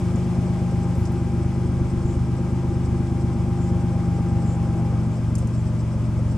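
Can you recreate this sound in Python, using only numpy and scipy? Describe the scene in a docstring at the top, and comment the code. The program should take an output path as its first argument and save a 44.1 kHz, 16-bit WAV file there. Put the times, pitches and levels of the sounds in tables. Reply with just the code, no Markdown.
"""A six-cylinder car idling

From the driver's seat, the idle settles from 1000 to about 940 rpm near five seconds. The exhaust throbs three
times per engine cycle and booms in the cabin over a rough rumble and engine bay hiss. A valve ticks once per
cycle, a pump whines until the microphone rises over the dash, and small things click and brush. The balance
shifts as the microphone moves from the wheel to the console, back, and up over the dash."""
import sys
import numpy as np
from scipy import signal
from scipy.fft import rfft, irfft, next_fast_len
from scipy.io import wavfile

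SR = 44100
rng = np.random.default_rng(int(sys.argv[2]) if len(sys.argv) > 2 else 0)


def store_pcm(level_fs):
    """Save levels as 16-bit WAV."""
    pcm = np.round(np.clip(level_fs, -1, 1) * 32767).astype(np.int16)
    wavfile.write(sys.argv[1], SR, np.atleast_2d(pcm).T)


N = 280917
TIME = np.arange(N) / SR
BINS_HZ = np.maximum(np.fft.rfftfreq(next_fast_len(N), 1 / SR), 1)

# The strong exhaust tones. Each row: order (vibrations per crank turn), level at the wheel in dB,
# then the change in dB at the console, over the dash and at slow idle.
EXHAUST_TONES = [(3, -41.5, 2.5, 5, -4.5), (4.5, -31.5, 2.5, -0.3, -1.3), (6, -28.5, -2.4, -2, -1.9),
                 (7.5, -26.5, 0.5, -1.25, 3.5), (10.5, -26, -5, -6.5, 0), (13.5, -35.5, -0.8, -3, 5),
                 (20, -44.5, 8, -18.5, -0.5), (21, -40, -1.4, -8.5, -5.5)]


def exhaust(cycle, settled, waver_db=0.5, uneven_db=2.0, wander_db=1.22, lope_db=1.5, strongest=0.47):
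    """One bank of cylinders fires three times per cycle; the low throb varies in strength."""
    lope = np.cos(2 * np.pi * (cycle - strongest))
    throb_db = uneven_db * drift(11) + wander_db * drift(4.2) + lope_db * lope
    out = 0
    for order, wheel_db, console_db, dash_db, slow_db in EXHAUST_TONES:
        db = slow_db * settled + waver_db * drift(6.5) + throb_db * (order < 7)
        out = out + heard(wheel_db, console_db, dash_db) * from_db(db) * firing_tone(cycle, order)
    return out


def firing_tone(cycle, order, arrival=.278, start_phase=.46, pipe_order=10.68, pipe_width=.3):
    """One tone of the exhaust pulses; tones above the pitch at which the pipe rings come late."""
    lag = 2.5 * (np.pi / 2 + np.arctan((order - pipe_order) / pipe_width))
    turns = 2 * order * (cycle - arrival) + start_phase
    return np.sqrt(2) * np.cos(2 * np.pi * turns - lag)


def cabin_shake(cycle, rpm, settled, shake_slow_db=-3.5, lope_slow_db=-5.5, jitter=0.0046, lead=0.015):
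    """The crank shakes the mounts just ahead of the exhaust; the strongest firing rings the cabin."""
    # The shaking mounts and the ringing cabin. Each row: pitch in Hz, level of a tone there in dB.
    mount_spectrum = [(33, -41.5), (66, -57.5), (88, -40), (116, -36), (134, -42), (150, -42), (168, -44.5)]
    cabin_spectrum = [(155, -50.5), (166, -41.5), (182, -55.5), (200, -48.5), (216, -44.5), (234, -47.5),
                      (262, -56), (300, -59.5), (380, -62.5)]
    shaken = cycle + jitter * drift(5.9)   # the uneven crank blurs the high tones most
    shake = weak_tones(shaken + lead, rpm, np.arange(2, 10), mount_spectrum)
    lope = weak_tones(shaken, rpm, np.arange(10, 24, .5), cabin_spectrum)
    return from_db(shake_slow_db * settled) * shake + from_db(lope_slow_db * settled) * lope


def weak_tones(cycle, rpm, orders, spectrum, waver_db=1.0):
    """Tones between the strong exhaust tones, each as loud as the spectrum at its present pitch."""
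    strong = [row[0] for row in EXHAUST_TONES]
    out = 0
    for order in np.setdiff1d(orders, strong):
        db = at_hz(spectrum, order * rpm / 60) + waver_db * drift(5.8)
        out = out + from_db(db) * firing_tone(cycle, order)
    return out


def combustion(cycle, settled, slow_knock=0.1):
    """Each firing brings a puff of rumble; one spot of the cycle knocks dully, more so at slow idle."""
    # The colours of rumble and knock. Each row: frequency in Hz, relative level in dB.
    rumble_spectrum = [(15, -58), (24, -34), (33, -22), (60, -13), (110, 0.5), (145, -8.5), (180, -3),
                       (250, 1), (300, -8), (350, -4), (420, -13.5), (520, -29.5)]
    knock_spectrum = [(330, -27), (420, 3.5), (475, -1), (525, 6.5), (570, -1.5), (610, 1), (660, -1.5),
                      (740, 1.5), (860, -26)]
    # Their loudness in dB: level at the wheel, change at the console, change over the dash.
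    rumble_db = (-34, .6, -.3)
    knock_db = (-42, -3, -5)
    # The idle stumbles with deep thumps: middle and half length in seconds, level in dB, pitch in Hz.
    rough_spell = (2.05, 0.3, -30.5, 69)
    middle, half_length, stumble_db, stumble_hz = rough_spell
    spell = from_db(stumble_db) * np.exp(-((TIME - middle) / half_length) ** 2)
    stumble = spell * noise(hump(stumble_hz, octaves=.7)) * swell(3 * cycle, at=.83, sharpness=0.95)
    rumble = heard(*rumble_db) * band(rumble_spectrum) * swell(3 * cycle, at=0.83, sharpness=0.17)
    stroke = rms_one(1 + (0.18 + slow_knock * settled) * swell(cycle, at=0.11, sharpness=14))
    return rumble + stumble + heard(*knock_db) * band(knock_spectrum) * stroke


def engine_bay(cycle, early_db=2.5, early_s=1):
    """Fan, belts and intake air come through the cabin wall, pulsing slightly with the strokes."""
    # The colours of the rush and the higher hiss. 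Each row: frequency in Hz, relative level in dB.
    rush_spectrum = [(600, -14), (780, -5), (850, 5.5), (940, 0.5), (1020, 1.5), (1120, -3), (1220, -0.5),
                     (1400, -6), (1700, -10), (2100, -15.5)]
    hiss_spectrum = [(1300, -3), (1750, -4), (2020, 5), (2130, 0.5), (2330, 3.5), (2700, -0.5), (3300, -2),
                     (3900, -7), (4800, -5.5), (5800, -5.5), (7600, -6.5), (9500, -11), (12000, -22),
                     (15700, -35)]
    # Their loudness in dB: level at the wheel, change at the console, change over the dash.
    rush_db = (-45, -1.45, -2.5)
    hiss_db = (-51.5, -0.64, -1.2)
    # Hollow rings in the hiss. Each row: pitch in Hz, width in Hz, boost in dB.
    hiss_rings = [(2273, 41, 3.5), (5160, 96, 7), (6330, 100, 2.5), (8000, 90, 5.5)]
    rings_db = sum(db * bell(hz, width) ** 2 for hz, width, db in hiss_rings)
    rush = heard(*rush_db) * band(rush_spectrum) * swell(3 * cycle, at=0.34, sharpness=0.076)
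    louder_start = from_db(early_db * np.exp(-TIME / early_s))
    hiss = heard(*hiss_db) * louder_start * noise(from_db(at_hz(hiss_spectrum) + rings_db))
    return rush + hiss * swell(cycle, at=0.66, sharpness=0.086)


def panels(cycle):
    """Each panel shudders at its own spot of the cycle."""
    # Each row: pitch in Hz, spot in the cycle from 0 to 1, level at the wheel in dB,
    # then the change in dB at the console and over the dash.
    shudders = [(244, 0.35, -51.5, -1, 2), (345, 0.807, -45.5, 2.5, -13.5)]
    return sum(heard(*levels_db) * noise(hump(hz, octaves=.09)) * swell(cycle, at, sharpness=2.2)
               for hz, at, *levels_db in shudders)


def engine_overtones(cycle, rpm, settled, waver_db=5.0, jitter=0.0015):
    """Engine overtones sing as they slide through the cabin's resonances."""
    # Each row: twice the sung pitch in Hz, twice its width in Hz, peak level in dB,
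    # change at slow idle in dB.
    cabin_rings = [(536, 48, -50.5, 1), (607, 39, -56.5, 8.5), (691.5, 34, -46.5, -3), (1222, 45, -56, 5),
                   (2324, 50, -72, 6)]
    bank_firings = 3 * (cycle + jitter * drift(6.2))   # runs at half of firing_hz
    firing_hz = 3 * rpm / 60
    out = 0
    for hz, width, db, slow_db in cabin_rings:
        for k in range(round(hz / firing_hz.max()), round(hz / firing_hz.min()) + 1):
            off_peak = 2 * (k * firing_hz - hz) / width
            gain = from_db(db + slow_db * settled + waver_db * drift(2.7)) / (1 + off_peak ** 2)
            out = out + gain * np.sqrt(2) * np.sin(2 * np.pi * (k * bank_firings + rng.random()))
    return out


def pump(pitch_hz=802.4, waver_db=.9):
    """An electric pump whines at its own speed, with two faint upper tones."""
    # The main whine. Each row: time in seconds, level in dB.
    whine_levels = [(0, -49.5), (.65, -44.5), (1.9, -48.5), (3, -46.5), (4.2, -42.5), (4.95, -43.5),
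                    (5.3, -58.5)]
    # Each row: multiple of the pitch, level at the wheel in dB, change in dB at console and over dash.
    upper_tones = [(2, -62.5, 1, -4), (2.728, -68, -1, -5)]
    level_db, = in_time(whine_levels)
    phase = 2 * np.pi * np.cumsum(pitch_hz + .5 * drift(4.1)) / SR
    whine = from_db(level_db + waver_db * drift(10)) * np.sin(phase)
    upper = sum(heard(*levels_db) * from_db(waver_db * drift(7)) * np.sin(multiple * phase)
                for multiple, *levels_db in upper_tones)
    return np.sqrt(2) * (whine + upper)


def valve(cycle, settled, slow_db=-1.0, uneven_db=2.5):
    """One valve ticks once per cycle, with a thin metallic ring."""
    # Each row: pitch in Hz, width in Hz, relative level in dB.
    valve_rings = [(5350, 1400, -6.5), (7680, 290, -2.5), (8460, 200, -2.5)]
    ring = noise(sum(from_db(db) * bell(hz, width) ** 2 for hz, width, db in valve_rings))
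    strength = from_db(slow_db * settled + uneven_db * drift(3.6))
    ticks = strength * ring * swell(cycle, at=0.018, sharpness=2.5)
    return heard(wheel_db=-64.5, console_db=-1.5, dash_db=0.5) * ticks


def clicks_and_brushes(rise_s=0.00028):
    """Light clicks die away quickly; soft brushes swell and fade."""
    # Each row: start in seconds, level in dB, pitch in Hz, seconds to fade by 60 dB.
    clicks = [(.158, -46, 6560, 0.046), (1.054, -42, 6300, 0.057), (1.1194, -54, 10000, 0.052),
              (3.071, -42, 4500, 0.012), (4.627, -50, 6940, .04), (5.3532, -33.5, 6950, 0.035),
              (5.3822, -43, 7400, 0.088), (5.472, -45.5, 7300, .04)]
    # Each row: middle in seconds, level in dB, pitch in Hz, half length in seconds.
    brushes = [(0.995, -66, 11400, .05), (2.103, -57.5, 7250, 0.055), (3.646, -55.5, 7250, 0.045),
               (4.506, -54, 7400, 0.052), (5.145, -61, 7350, 0.023), (5.59, -59, 7400, 0.036)]
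    out = 0
    for start, db, hz, fade_s in clicks:
        age = np.maximum(TIME - start, 0)
        fade = from_db(db - np.minimum(60 * age / fade_s, 200))
        out = out + noise(hump(hz, octaves=.36)) * fade * (1 - np.exp(-age / rise_s))
    for middle, db, hz, half_length in brushes:
        gain = from_db(db) / (1 + ((TIME - middle) / half_length) ** 4)
        out = out + noise(hump(hz, octaves=0.13)) * gain
    return out


def heard(wheel_db, console_db, dash_db):
    """Gain of a sound along the microphone's path: each place in the cabin has its own level."""
    # Each row: time in seconds, nearness to the console and to the spot over the dash, both 0 to 1.
    mic_path = [(.5, 0, 0.05), (1.4, 0.74, 0), (3.25, 0.77, 0), (3.95, 0.05, 0), (4.97, 0.3, 0),
                (5.2, 0, 0.73)]
    at_console, over_dash = in_time(mic_path)
    return from_db(wheel_db + console_db * at_console + dash_db * over_dash)


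def microphone(x):
    """The left side hears the cabin a little earlier, and louder above the deep bass."""
    # Each row: frequency in Hz, left minus right in dB, the left's head start in radians.
    balance = [(33, -1.9, .24), (75, -.7, .35), (100, .9, .33), (125, .7, .25), (175, 2.9, .22),
               (230, 1.6, .14), (340, 1.5, .06), (550, 2.3, .1), (1200, 2.1, .15), (5000, 2, .5),
               (9000, 1.3, .6)]
    hz, db, lead = np.transpose(balance)
    sides = np.array([[.5], [-.5]])
    gain = from_db(at_hz(np.c_[hz, db]) * sides)
    phase_shift = np.exp(1j * at_hz(np.c_[hz, lead]) * sides)
    return irfft(rfft(x, next_fast_len(N)) * gain * phase_shift)[:, :N]


def noise(colour):
    """Stereo noise of a given colour, centred in the bass and wide in the treble."""
    # Each row: frequency in Hz, how alike left and right are (1 the same, -1 opposite).
    likeness = [(60, 0.96), (300, 0.95), (600, 0.97), (1200, 0.78), (2500, 0.66), (5000, 0.56),
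                (8000, 0.51), (10000, -0.47)]
    mid, side = rfft(rng.standard_normal((2, next_fast_len(N))))
    alike = at_hz(likeness)
    width = np.sqrt((1 - alike) / (1 + alike))
    both = irfft(colour * (mid + width * side * [[1], [-1]]))[:, :N]
    return both / np.std(both.mean(axis=0))


def band(spectrum):
    """Noise with this spectrum, falling steeply beyond its ends."""
    skirts = 1 + (spectrum[0][0] / BINS_HZ) ** 6 + (BINS_HZ / spectrum[-1][0]) ** 6
    return noise(from_db(at_hz(spectrum)) / skirts)


def hump(hz, octaves):
    """A smooth hump of colour around one frequency."""
    return np.exp(-.5 * (np.log2(BINS_HZ / hz) / octaves) ** 2)


def bell(hz, width_hz):
    """How strongly a ringing thing answers each frequency: 1 at its own pitch."""
    return 1 / np.sqrt(1 + ((BINS_HZ ** 2 - hz ** 2) / (BINS_HZ * width_hz)) ** 2)


def swell(turns, at, sharpness):
    """A bump once per turn, highest at the given part of the turn."""
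    return rms_one(np.exp(sharpness * (np.cos(2 * np.pi * (turns - at)) - 1)))


def drift(rate_hz):
    """A smooth random wobble of typical size 1, changing at about this rate."""
    white = rfft(rng.standard_normal(N // 40))
    slow = irfft(white / (1 + (np.fft.rfftfreq(N // 40, 40 / SR) / rate_hz) ** 4))
    return np.interp(np.arange(N) / 40, np.arange(len(slow)), rms_one(slow))


def in_time(rows):
    """Each column of a curve at every sample."""
    seconds, *columns = np.transpose(rows)
    return [np.interp(TIME, seconds, column) for column in columns]


def at_hz(points, hz=BINS_HZ):
    """Read between the points of a spectrum, with octaves evenly spaced."""
    point_hz, values = np.transpose(points)
    return np.interp(np.log(hz), np.log(point_hz), values)


def from_db(db):
    """Decibels to gain."""
    return 10 ** (np.asarray(db) / 20)


def rms_one(x):
    """Scale to an average strength (rms) of 1."""
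    return x / np.sqrt(np.mean(x ** 2) + 1e-20)


def scene(fast_rpm=1000, slow_rpm=930):
    """The crank speed drives every part of the engine; one cycle is two crank turns."""
    # Each row: time in seconds, crank turns per minute.
    crank_speed = [(0.0, 1005.4), (0.36, 1017.7), (1.18, 995.7), (1.53, 1016.1), (2.21, 1003.9),
                   (2.9, 1016.2), (3.29, 999.5), (3.57, 1004.7), (4.37, 981.0), (5.26, 940.9),
                   (5.49, 948.3), (6.37, 927.2)]
    rpm, = in_time(crank_speed)
    cycle = np.cumsum(rpm) / SR / 120
    settled = np.clip((fast_rpm - rpm) / (fast_rpm - slow_rpm), 0, 1)   # 0 at fast idle, 1 at slow
    tones = exhaust(cycle, settled) + cabin_shake(cycle, rpm, settled)
    singing = engine_overtones(cycle, rpm, settled)
    clatter = combustion(cycle, settled) + panels(cycle) + engine_bay(cycle) + valve(cycle, settled)
    return microphone(tones + singing + clatter + pump() + clicks_and_brushes())


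def record(dry, cutoff_hz=15700):
    """The highest treble is cut steeply."""
    return signal.sosfilt(signal.ellip(14, .1, 80, cutoff_hz, fs=SR, output="sos"), dry)


dry = scene()
out = record(dry)
store_pcm(out)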